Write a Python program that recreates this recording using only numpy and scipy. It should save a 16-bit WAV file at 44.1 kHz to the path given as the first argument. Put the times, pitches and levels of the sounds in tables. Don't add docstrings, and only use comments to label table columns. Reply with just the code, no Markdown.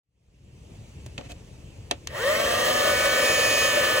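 import sys
import numpy as np
from scipy import signal
from scipy.fft import rfft, irfft
from scipy.io import wavfile
from scipy.ndimage import uniform_filter1d

SR = 44100
rng = np.random.default_rng(int(sys.argv[2]) if len(sys.argv) > 2 else 0)


def pcm_store(signal):
    levels = np.round(np.clip(np.atleast_2d(signal), -1, 1) * 32767)
    wavfile.write(sys.argv[1], SR, levels.astype(np.int16).T)


N = 176400

# time_s, shaft_hz
SHAFT_SPEED = [(2.08, 25), (2.15, 100), (2.2, 141.5), (2.254, 177.3), (2.33, 207.5), (2.4, 222.8),
               (2.5, 234.6), (2.62, 242.3), (2.79, 248), (3.23, 250.8), (3.62, 250.7), (4.0, 249.2)]
HARMONIC_LEVELS = [-49, -46, -36, -48, -38.5, -37.5, -30.5, -47, -37, -31, -39, -35.5, -46, -44, -46, -47,
                   -48, -39, -54, -44, -39, -42, -54, -46, -47, -41, -40, -43]
# time_s, gain_db
WHOOP = [(2.13, -32), (2.21, -1), (2.275, 15.5), (2.37, 2), (2.72, 5.5), (3.1, -1.5)]
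# time_s, sixth_db, seventh_and_ninth_db, tenth_db, treble_db
WHINE_RIDES = [(2.33, -1.5, -5, 0, -10.5), (2.55, -15, -8, -20, -6.5), (2.77, -15, -6.5, -19, -5),
               (2.86, 4, 0.5, -9, -5), (3.18, 5.5, 1, -10, -5), (3.27, -9.5, 0.5, 0.5, 0),
               (3.65, -8, -0.5, -0.5, 1), (3.82, 0, 0.5, -5, -6)]
RIDE_COLUMN = {6: 1, 7: 2, 9: 2, 10: 3}
# frequency_hz, density_db
AIR_SPECTRUM = [(50, -78.5), (350, -64), (900, -67), (2700, -66.5), (4200, -68), (4780, -73.5), (5320, -67),
                (5900, -75), (6650, -72), (8000, -73), (15500, -72.5)]
# time_s, gain_db
AIR_FLOW = [(2.075, -27), (2.105, -14), (2.15, -7.5), (2.29, -0.5), (2.7, 0.5)]
# frequency_hz, correlation
AIR_LIKENESS = [(600, 0.93), (2300, 0.49), (6500, 1)]
# pitch_hz, width_hz, boost_db
NOZZLE_MODES = [(570.7, 167, 18.5), (1170, 140, 11.5), (1855, 232, 12.5), (3150, 170, 10)]
# start_s, gain_db, bass_db, treble_db, decay_s, ring_db
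CLICKS = [(1.063, -47.5, 16.5, 25, 0.004, -7), (1.18, -26, -10, -12, 0.0037, -1),
          (1.185, -37.5, 16.5, -6, 0.014, -4), (1.211, -41.5, 14, -8, 0.004, -5),
          (1.319, -46, 1, 22, 0.0037, 9.5), (1.912, -14.5, -7, -4.5, 0.0033, 0),
          (1.918, -33.5, 17, -16, 0.0032, -13), (2.073, -19.5, -25, -3.5, 0.0018, -8)]
# start_s, length_s, gain_db, treble_db
RUBS = [(1.226, 0.06, -50.5, -3), (1.285, 0.05, -46, 12)]
# frequency_hz, gain_db
CONTACT_COLOUR = [(60, -35), (270, 2), (600, 5), (1400, -4), (3300, 2.5), (5400, -8), (6500, -4),
                  (15500, -31)]
# pitch_hz, level_db, t60_s
CASE_MODES = [(300, -11, 0.078), (563, -11.5, 0.12), (708, -5, 0.094), (1850, -19, 0.065),
              (2595, -6, 0.024), (3170, -9, 0.011)]
# frequency_hz, density_db
OUTDOOR_SPECTRUM = [(20, -90), (45, -67.5), (85, -62), (200, -77), (500, -82.5), (1450, -100),
                    (2650, -91.5), (3900, -99), (7500, -99), (15500, -112)]
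# frequency_hz, correlation
OUTDOOR_LIKENESS = [(200, 0.97), (1600, 0.069), (15000, 1)]
# frequency_hz, left_lead_rad
PORT_PHASE = [(500, 0.14), (750, -2.5), (1100, 0.86), (1800, -0.9), (2250, 6), (2500, 0.9), (2750, -1.42),
              (4500, -1.76), (5250, -2.5), (5900, -0.5), (10400, -2.5), (15500, -4.5)]
# frequency_hz, left_over_right_db
PORT_BALANCE = [(100, 0.5), (420, 5), (750, -1.5), (1500, 5), (2000, -1.5), (2250, 2.5), (2750, -4.5),
                (3700, -0.5)]

MOTOR_ON_S, FULL_SPEED_HZ = SHAFT_SPEED[0][0], 250.5


def motor_whine(settled_s=3.2, rough_rad=.3, waver_hz=9, nozzle_share=.49):
    t = np.arange(round(MOTOR_ON_S * SR), N) / SR
    control_t = np.linspace(t[0], t[-1], 1000)
    shaft_hz = by_time(SHAFT_SPEED, control_t)
    tremble = .0004 * np.interp(t, control_t, drift(control_t, rate_hz=65))
    turns = np.cumsum(by_time(SHAFT_SPEED, t) * (1 + tremble)) / SR
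    roughness = rough_rad * np.clip((settled_s - control_t) / (settled_s - t[0]), 0, 1)
    top_db = np.repeat([-56, -51], [11, 23]) + 2.5 * rng.standard_normal(34)
    harmonics = dict(enumerate([*HARMONIC_LEVELS, *top_db], 1))
    harmonics[36] = -39
    out = np.zeros((2, N))
    for k, base_db in harmonics.items():
        level_db = base_db + 32 * np.log10(shaft_hz / FULL_SPEED_HZ)
        level_db += 1.6 * drift(control_t, waver_hz)
        level_db += nozzle_share * (nozzle_db(k * shaft_hz) - nozzle_db(k * FULL_SPEED_HZ))
        if k == 3:
            level_db = base_db + by_time(WHOOP, control_t) + drift(control_t, waver_hz)
        if k > 5:
            depth = .5 if 10 < k < 18 else 1
            level_db += depth * by_time(WHINE_RIDES, control_t, column=RIDE_COLUMN.get(k, 4))
        wobble_rad = roughness * np.sqrt(k) * drift(control_t, rate_hz=60)
        gains = np.sqrt(2) * amp(level_db) * mic_ports(k * shaft_hz) * np.exp(1j * wobble_rad)
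        tone = np.exp(2j * np.pi * (k * turns + rng.random()))
        add(out, t[0], np.array([(np.interp(t, control_t, gain) * tone).real for gain in gains]))
    return out


def air_rush():
    def density_db(t, hz):
        octaves = np.log2((hz + 1) / 2000)
        db_per_decade = 15.5 * np.clip(octaves, 0, 1) + 24 * np.clip(-octaves, 0, 1)
        speed_db = db_per_decade * np.log10(by_time(SHAFT_SPEED, t) / FULL_SPEED_HZ)
        return by_hz(AIR_SPECTRUM, hz) + nozzle_db(hz) + by_time(AIR_FLOW, t) + speed_db
    running = np.arange(N) / SR > MOTOR_ON_S
    return turbulence(density_db, AIR_LIKENESS, patchy_db=1, flutter_db=.93) * running


def nozzle_db(hz):
    return sum(db * .5 ** ((2 * abs(hz - pitch) / width) ** 1.48) for pitch, width, db in NOZZLE_MODES)


def handling():
    out = np.zeros((2, N))
    for start_s, *settings in CLICKS:
        sound, lead_s = click(*settings)
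        add(out, start_s - lead_s, sound)
    for start_s, *settings in RUBS:
        add(out, start_s, finger_rub(*settings))
    return out


def click(gain_db, bass_db, treble_db, decay_s, ring_db, rattle_s=.017, size=8192):
    t, hz = np.arange(size) / SR, np.fft.rfftfreq(size, 1 / SR)
    crack = unit(irfft(amp(by_hz(CONTACT_COLOUR, hz) / 2)))
    snap = unit(irfft(contact_noise(size)) * np.exp(-t / decay_s))
    dull_noise = irfft(contact_noise(size) / np.hypot(1, hz / 2500))
    rattle = unit(dull_noise * np.exp(-t / rattle_s))
    hit = snap + amp(-8.5) * (rattle - crack) + amp(ring_db) * case_ring(t)
    lead = size // 8
    spectrum = rfft(np.roll(hit, lead, axis=1)) * shelves(hz, bass_db, treble_db) * mic_ports(hz)
    gain = amp(gain_db - 3) * np.sqrt(.004 * SR / size)
    return gain * irfft(spectrum), lead / SR


def finger_rub(length_s, gain_db, treble_db, size=8192):
    t, hz = np.arange(size) / SR, np.fft.rfftfreq(size, 1 / SR)
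    friction = contact_noise(size) * mic_ports(hz)
    scuff = unit(irfft(friction * shelves(hz, 0, treble_db)))
    body = unit(irfft(friction * rfft(case_ring(t))))
    swell = np.sin(np.pi * np.minimum(t / length_s, 1))
    return amp(gain_db) * (scuff + body) * swell


def case_ring(t):
    ring = 0
    for pitch_hz, level_db, t60_s in CASE_MODES:
        mode = np.sin(2 * np.pi * pitch_hz * rng.normal(1, .013) * t)
        ring += amp(level_db) * unit(mode * amp(-60 * t / t60_s))
    return ring


def contact_noise(size, likeness=.4):
    noise = stereo_pair(*rng.standard_normal((2, size)), likeness)
    return rfft(noise) * amp(by_hz(CONTACT_COLOUR, np.fft.rfftfreq(size, 1 / SR)))


def outdoor_bed(trim_db=-.5):
    return turbulence(lambda t, hz: trim_db + by_hz(OUTDOOR_SPECTRUM, hz), OUTDOOR_LIKENESS,
                      patchy_db=1.5, flutter_db=-.24)


def turbulence(density_db, likeness, patchy_db, flutter_db, size=1024):
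    hop = size // 4
    t, hz = np.arange(N // hop + 2) * hop / SR, np.fft.rfftfreq(size, 1 / SR)
    a, b, c, d, patches = rng.standard_normal((5, len(t), len(hz)))
    patches = unit(uniform_filter1d(uniform_filter1d(patches, size=7, axis=0), size=10, axis=1))
    flutter = unit(uniform_filter1d(rng.standard_normal(len(t)), size=5))[:, None]
    level_db = density_db(t[:, None], hz) + patchy_db * patches + flutter_db * flutter
    frames = stereo_pair(a + 1j * b, c + 1j * d, by_hz(likeness, hz)) * mic_ports(hz)[:, None]
    frames *= amp(level_db) * np.sqrt(1.5 * SR / size)
    return signal.istft(frames.transpose(0, 2, 1), nperseg=size, noverlap=size - hop)[1][:, :N]


def mic_ports(hz):
    left = amp(by_hz(PORT_BALANCE, hz) / 2) * np.exp(.5j * by_hz(PORT_PHASE, hz))
    pair = np.array([left, 1 / left])
    return pair / np.sqrt((abs(pair) ** 2).mean(0))


def stereo_pair(left, other, likeness):
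    return np.array([left, likeness * left + np.sqrt(1 - likeness ** 2) * other])


def shelves(hz, bass_db, treble_db):
    return amp(bass_db / (1 + (hz / 1000) ** 2) + treble_db * hz ** 2 / (hz ** 2 + 8000 ** 2))


def drift(t, rate_hz):
    hz = np.geomspace(rate_hz / 20, rate_hz, 20)
    waves = np.sin(2 * np.pi * (hz * t[:, None] + rng.random(len(hz))))
    return unit((waves / hz ** .25).sum(1))


def amp(db):
    return 10 ** (np.asarray(db) / 20)


def unit(x):
    return x / np.sqrt(np.mean(x ** 2) + 1e-20)


def by_hz(points, hz):
    point_hz, values = np.transpose(points)
    return np.interp(np.log(hz + 1), np.log(point_hz + 1), values)


def by_time(points, t, column=1):
    rows = np.array(points)
    return np.interp(t, rows[:, 0], rows[:, column])


def add(mix, start_s, sound):
    part = mix[:, round(start_s * SR):][:, :sound.shape[1]]
    part += sound[:, :part.shape[1]]


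def scene():
    return outdoor_bed() + handling() + air_rush() + motor_whine()


def record(dry, fade_s=.78, low_cut_hz=36, high_cut_hz=15900):
    fade = np.minimum(np.arange(N) / SR / fade_s, 1) ** 1.93
    low_cut = signal.butter(4, low_cut_hz, "highpass", fs=SR, output="sos")
    high_cut = signal.firwin(511, high_cut_hz, window=("kaiser", 9), fs=SR)
    return signal.oaconvolve(signal.sosfilt(low_cut, dry * fade), high_cut[None], "same")


dry = scene()
out = record(dry)
pcm_store(out)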